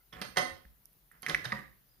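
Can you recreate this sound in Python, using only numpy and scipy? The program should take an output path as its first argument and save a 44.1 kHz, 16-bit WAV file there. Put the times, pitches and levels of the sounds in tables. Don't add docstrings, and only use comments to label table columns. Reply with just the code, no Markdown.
import sys
import numpy as np
from scipy import signal
from scipy.fft import rfft, irfft, next_fast_len
from scipy.io import wavfile
from scipy.ndimage import uniform_filter1d

SR = 44100
rng = np.random.default_rng(int(sys.argv[2]) if len(sys.argv) > 2 else 0)


def nominal_scale(level):
    x = np.asarray(level, float) / 20
    return 10 ** x


def log_audio(samples):
    frames = np.atleast_2d(samples).T
    limited = np.clip(frames, -1, 1)
    pcm = np.round(limited * 32767).astype(np.int16)
    wavfile.write(sys.argv[1], SR, pcm)


N = 88200


def evened(x):
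    return x / np.sqrt(np.mean(x ** 2) + 1e-20)


def read(points, hz):
    f, value = np.transpose(points)
    return np.interp(np.log(hz + 1), np.log(f + 1), value)


def add(mix, s, sound):
    part = mix[round(s * SR):][:len(sound)]
    part += sound[:len(part)]


def shaped(x, gain):
    size = next_fast_len(x.shape[-1] + 4096)
    spectrum = rfft(x, size) * gain(np.fft.rfftfreq(size, 1 / SR))
    return irfft(spectrum, size)[..., :x.shape[-1]]


def clink_ring():
    plate_hz = [541, 733, 1063, 1254, 1489, 1815, 2040, 3191, 4030, 4455, 5190, 6164, 7445, 8904]
    # (level [dB], t60 [s])
    plate_decay = [(-11.5, 0.098), (-11.5, 0.11), (-8.5, .1), (-3.5, 0.05), (-3.5, 0.051), (4.5, 0.024),
                   (-2.5, .09), (-13.5, 0.12), (-10.5, 0.04), (-7, 0.024), (-11.5, 0.05), (-3, 0.02),
                   (-8, 0.03), (-9.5, 0.13)]
    # (pitch [Hz], level [dB], t60 [s])
    shell_modes = [(584.2, -16, 0.061), (2654, -22, .06), (3840, -15.5, 0.047), (4950, -13.5, 0.048),
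                   (9900, -23.5, .035), (10340, -14, .045), (11130, -20, .03), (11600, -23.5, 0.031),
                   (13300, -19.5, .035), (13880, -21.5, 0.038)]
    spread_db, rise_s = 2.5, 0.00091
    modes = [(hz, *decay) for hz, decay in zip(plate_hz, plate_decay)] + shell_modes
    hz, db, t60 = np.transpose(modes)[:, :, None]
    t = np.arange(SR // 2) / SR
    uneven_db = spread_db * rng.standard_normal((len(modes), 1))
    waves = nominal_scale(db + uneven_db - 60 * t / t60) * np.sin(2 * np.pi * hz * t)
    return waves.sum(0) * (1 - np.exp(-t / rise_s)) / 2


def clinks():
    # (time [s], ring [dB], crack [dB], contact [ms])
    clink_events = [(0.127, -40.5, -44.5, 0.6), (.135, -40.5, -42.5, 0.8), (0.165, -35.5, -52.5, 1),
                    (0.2156, -38, -27.5, 0.051), (.222, -43.5, -31, 0.14), (.249, -42, -43, .1),
                    (.360, -28.5, -62.5, 0.37), (.370, -15, -20.5, 0.23), (.377, -21, -30, 0.21),
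                    (.3825, -24.5, -22, 0.18), (.394, -18, -38, 0.49), (1.230, -37, -35.5, 0.23),
                    (1.235, -54, -49.5, 0.28), (1.2655, -44, -43.5, .04), (1.2849, -31.5, -42.5, 0.0653),
                    (1.2963, -26.5, -24, 0.32), (1.302, -22.5, -32.5, 1), (1.3461, -46, -38.5, .04),
                    (1.444, -34, -45.5, 0.1), (1.4537, -46, -28.5, 0.083), (1.460, -53, -63, 0.22),
                    (1.5213, -41.5, -35, .5), (1.528, -32.5, -40.5, 0.44)]
    # (frequency [Hz], level [dB])
    crack_colour = [(88, -18), (150, 3.5), (2360, -4.5), (4480, -13), (6230, -22), (8010, -58.5),
                    (8660, -23.5), (13000, -24.5), (15500, -81.5)]
    crack_t60, thin_hz_ms = 0.028, 60
    out = np.zeros(N)
    t = np.arange(2048) / SR
    for s, ring_db, crack_db, contact_ms in clink_events:
        def soften(hz):
            return 1 / (1 + 1j * hz * contact_ms / 1000) ** 2

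        def crack_gain(hz):
            return nominal_scale(read(crack_colour, hz)) * hz / (hz + thin_hz_ms / contact_ms)

        ringing = shaped(clink_ring(), soften)
        ringing[0] = 0
        crack = evened(shaped(rng.standard_normal(len(t)), crack_gain)) * nominal_scale(-60 * t / crack_t60) / 2
        add(out, s, nominal_scale(ring_db) * ringing)
        add(out, s, nominal_scale(crack_db) * crack)
    return out


def knocks():
    # (time [s], peak [dB], pitch [Hz], width [Hz], overtones [0-1])
    knock_events = [(.2156, -44.5, 3280, 79, 0.1), (.2156, -50.5, 2060, 23, 0),
                    (0.219, -60.5, 2654, 34, 0.2), (0.372, -29.5, 1184, 82, 0.1),
                    (.372, -36.5, 4330, 47, 0), (.373, -43, 729, 22, 0), (0.381, -33, 3222, 62, 0.1),
                    (.385, -38.5, 1058, 26, 0), (.652, -50, 1763, 220, 0.38), (1.114, -53, 1870, 86, 0.05),
                    (1.1135, -57, 1330, 190, 0.1), (1.264, -17, 1980, 336, 1), (1.2703, -24, 1933, 320, .2),
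                    (1.2955, -39, 4340, 100, 0.1), (1.2969, -34, 3250, 150, 0.3),
                    (1.297, -31.5, 1650, 120, .2), (1.3463, -9.5, 1987, 358, 1),
                    (1.3498, -14.5, 1950, 280, 0.5), (1.4523, -33, 1650, 110, 0),
                    (1.4525, -37.5, 5060, 270, 0), (1.456, -42, 3670, 62, 0.1), (1.46, -33, 1670, 250, 0),
                    (1.5203, -23, 1960, 180, 0.3), (1.5212, -53, 4830, 63, 0), (1.5215, -38, 3750, 290, 0),
                    (1.5252, -25, 1903, 125, 0.15), (1.5249, -30.5, 1200, 64, 0.1),
                    (1.53, -47, 971, 16.6, 0), (1.53, -48, 543.5, 15, 0.01)]
    swell_s, upper, top = 0.0011, 0.22, 0.035
    out = np.zeros(N)
    t = np.arange(8192) / SR
    rise = np.sin(np.pi / 2 * np.minimum(t / swell_s, 1)) ** 2
    for s, db, hz, width, over in knock_events:
        decay = np.exp(-np.pi * width * t)
        body = decay * np.sin(2 * np.pi * hz * t)
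        body += over * upper * decay ** 2 * np.sin(2 * np.pi * 1.8 * hz * t)
        body += over * top * decay * np.sin(2 * np.pi * 2.9 * hz * t)
        add(out, s, nominal_scale(db) * 2 * rise * body)
    return out


def scrapes():
    # (start [s], length [s], level [dB])
    drags = [
        (0.124, 0.13, -54.5),
        (1.114, 0.071, -70.5),
        (1.225, 0.042, -57),
        (1.275, 0.046, -41.5),
        (1.354, 0.11, -58),
        (1.468, 0.053, -54),
        (1.528, 0.07, -49.5),
    ]
    # (frequency [Hz], level [dB])
    drag_colour = [(88, -47), (150, -1.5), (844, -12.5), (1800, -1.5), (5870, -44.5), (6600, -52),
                   (7130, -30.5), (15500, -33.5)]
    grains_per_s = 1700
    t = np.arange(N) / SR
    caught = rng.random(N) < grains_per_s / SR
    size = nominal_scale(5 * np.minimum(rng.exponential(1, N), 3))
    grains = caught * size * rng.choice([-1., 1.], N)
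    friction = evened(grains) + 0.17 * rng.standard_normal(N)
    rub = evened(shaped(friction, lambda hz: nominal_scale(read(drag_colour, hz))))
    pressure = np.zeros(N)
    for s, length, db in drags:
        pressure += nominal_scale(db) * np.sin(np.pi * np.clip((t - s) / length, 0, 1)) ** 0.16
    return rub * pressure


def ticks():
    # (time [s], peak [dB], pitch [Hz], width [Hz], length [s])
    tick_events = [(.002, -71.5, 2070, 49.6, .04), (.002, -72, 1380, 81, .03),
                   (0.1276, -50.5, 3250, 300, .02), (0.1279, -63, 5200, 397, .015),
                   (.128, -56, 11600, 2550, .008), (0.214, -46, 11420, 2996, .003),
                   (0.376, -39.5, 11500, 2193, .006), (0.387, -43, 12430, 1300, 0.0058),
                   (.8563, -39, 12300, 2300, .0002), (.8563, -56, 5800, 1000, .0004),
                   (0.931, -54.5, 11500, 1500, .0006), (1.115, -60.5, 1700, 400, .06),
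                   (1.117, -52, 11200, 2500, 0.0052), (1.221, -41, 11130, 1500, 0.006),
                   (1.2212, -57, 4970, 2510, 0.0041), (1.263, -45.5, 10540, 1500, 0.0057),
                   (1.28, -50, 12000, 2520, .006), (1.293, -46, 10410, 80.5, 0.0089),
                   (1.347, -41, 10500, 1800, .005), (1.348, -48.5, 8810, 150, .006),
                   (1.555, -39, 1900, 60, .04), (1.609, -50, 1850, 252, .06),
                   (1.891, -75.5, 4910, 90, 0.077)]
    out = np.zeros(N)
    t = np.arange(-64, 6000) / SR
    for s, db, hz, width, length in tick_events:
        burst = rng.standard_normal(len(t)) * (t >= 0) * np.exp(-t / length)
        snap = shaped(burst, lambda f: 1 / (1 + ((f - hz) / width) ** 4))
        add(out, s + t[0], nominal_scale(db) * snap / np.abs(snap).max())
    return out


def thuds():
    # (time [s], peak [dB], pitch [Hz], t60 [s])
    thud_events = [(0.132, -54, 127, .4), (0.163, -47.5, 60, .2), (0.214, -39, 192, 0.1),
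                   (.24, -52.5, 124, .3), (.3, -55.5, 62, 0.24), (.37, -39, 177, 0.2),
                   (0.373, -42, 130, 0.36), (0.374, -43, 45.8, 0.13), (.42, -46.5, 247, 0.35),
                   (.43, -49, 328.6, 0.24), (0.518, -48, 83, .2), (.65, -55, 195, 0.066),
                   (0.656, -46, 55.2, 0.18), (1.262, -51, 130, .2), (1.29, -41.5, 150, 0.23),
                   (1.291, -41.5, 422, 0.047), (1.33, -44, 60, .2), (1.36, -50, 296, 0.19),
                   (1.41, -52, 95, .2), (1.461, -36.5, 127, 0.22), (1.52, -36.5, 207, 0.21),
                   (1.528, -42.5, 133, .6), (1.53, -51.5, 50, 0.24), (1.63, -55.5, 132.9, .4),
                   (1.64, -54.5, 58.7, 0.23)]
    longest_s = 0.42
    out = np.zeros(N)
    t = np.arange(SR // 2) / SR
    for s, db, hz, t60 in thud_events:
        envelope = nominal_scale(db - 60 * t / min(t60, longest_s)) * (1 - np.exp(-t * hz * 3.1))
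        add(out, s, envelope * np.sin(2 * np.pi * hz * t))
    return out


def room(x):
    # (frequency [Hz], t60 [s])
    room_decay = [(100, 0.62), (400, 0.42), (1000, 0.38), (2000, 0.4), (4000, 0.43), (7000, 0.33),
                  (14000, 0.59)]
    build_s = 0.012
    taps = np.zeros((2, SR))
    at = np.arange(160, SR - 20, 20)
    at = at + rng.integers(0, 20, (2, len(at)))
    np.put_along_axis(taps, at, rng.choice([-1., 1.], at.shape), 1)
    hz, t, z = signal.stft(taps, SR, nperseg=256)
    build = 1 - 0.23 * np.exp(-t / build_s)
    decay = nominal_scale(-60 * t / read(room_decay, hz)[:, None])
    tail = signal.istft(z * build * decay, SR, nperseg=256)[1]
    return signal.fftconvolve(x[None], tail / np.linalg.norm(tail[0]), axes=1)[:, :N]


def hiss():
    # (frequency [Hz], level [dB])
    hiss_colour = [(59, -34.5), (100, -2.5), (160, -4), (234, -13.5), (2420, -22), (4870, -23), (7940, -27),
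                   (12400, -14.5), (16000, -14.5)]
    # (frequency [Hz], likeness [0-1])
    hiss_same = [(60, 0.75), (240, 0.67), (950, 0.06), (3770, 0.087), (15000, 0.25)]
    # (frequency [Hz], left over right [dB])
    hiss_lean = [(60, 0.5), (240, -2.5), (950, 1.5), (3770, -3), (15000, 4.5)]
    hiss_db, patchy_db = -65.5, 1.5
    rumble_db, rumble_hz, rumble_width_hz = -73.5, 48, 13
    left, other, low = rng.standard_normal((3, N))
    right = shaped(left, lambda hz: read(hiss_same, hz))
    right += shaped(other, lambda hz: np.sqrt(1 - read(hiss_same, hz) ** 2))
    pair = []
    for noise, side in ((left, 1), (right, -1)):
        pair.append(shaped(noise, lambda hz: nominal_scale(read(hiss_colour, hz) + side * read(hiss_lean, hz) / 2)))
    z = signal.stft(np.array(pair), nperseg=512)[2]
    patches = uniform_filter1d(rng.standard_normal(z.shape[1:]), 8, 0)
    patches = evened(uniform_filter1d(patches, 5, 1))
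    fizz = signal.istft(z * nominal_scale(patchy_db * patches), nperseg=512)[1][:, :N]
    lows = np.array([low + 0.35 * left, low + 0.36 * other])
    rumble = shaped(lows, lambda hz: np.exp(-((hz - rumble_hz) / rumble_width_hz) ** 2))
    return nominal_scale(hiss_db) * evened(fizz) + nominal_scale(rumble_db) * evened(rumble)


def scene():
    # (frequency [Hz], left ahead of right [rad])
    port_lead = [(0, 5.5), (200, -1.06), (700, 1.92), (1500, 1.65), (3000, 0.37), (6000, 0.5), (9000, 1),
                 (16000, 0.9)]
    # (frequency [Hz], left over right [dB])
    port_lean = [(60, 1), (150, -0.5), (380, -3), (950, -7.5), (2380, -4.5), (5980, -22), (8800, -9),
                 (15000, -10)]
    plate = clinks() + scrapes()
    shells, table, glaze = knocks(), thuds(), ticks()
    direct = plate + shells + table + glaze
    near = [shaped(direct, lambda hz: np.exp(0.5j * side * read(port_lead, hz))) for side in (1, -1)]
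    to_room = nominal_scale(-0.5) * plate + nominal_scale(-8.5) * shells + nominal_scale(-7) * table + nominal_scale(-13) * glaze
    left, right = near + room(to_room)
    left = shaped(left, lambda hz: nominal_scale(read(port_lean, hz) / 2))
    right = shaped(right, lambda hz: nominal_scale(-read(port_lean, hz) / 2))
    return hiss() + np.array([left, right])


def band_limit(x):
    return signal.sosfilt(signal.butter(12, 16450, fs=SR, output="sos"), x)


def record(dry):
    notch_hz, notch_width_hz, notch_db = 7956, 303, -9
    edge_hz = 15750

    def port(hz):
        notch = notch_db * np.exp(-((hz - notch_hz) / notch_width_hz) ** 2)
        edge = -26 * np.clip((hz - edge_hz) / 300 + 1, 0, 2)
        return nominal_scale(notch + edge)

    return band_limit(shaped(dry, port))


dry = scene()
out = record(dry)
log_audio(out)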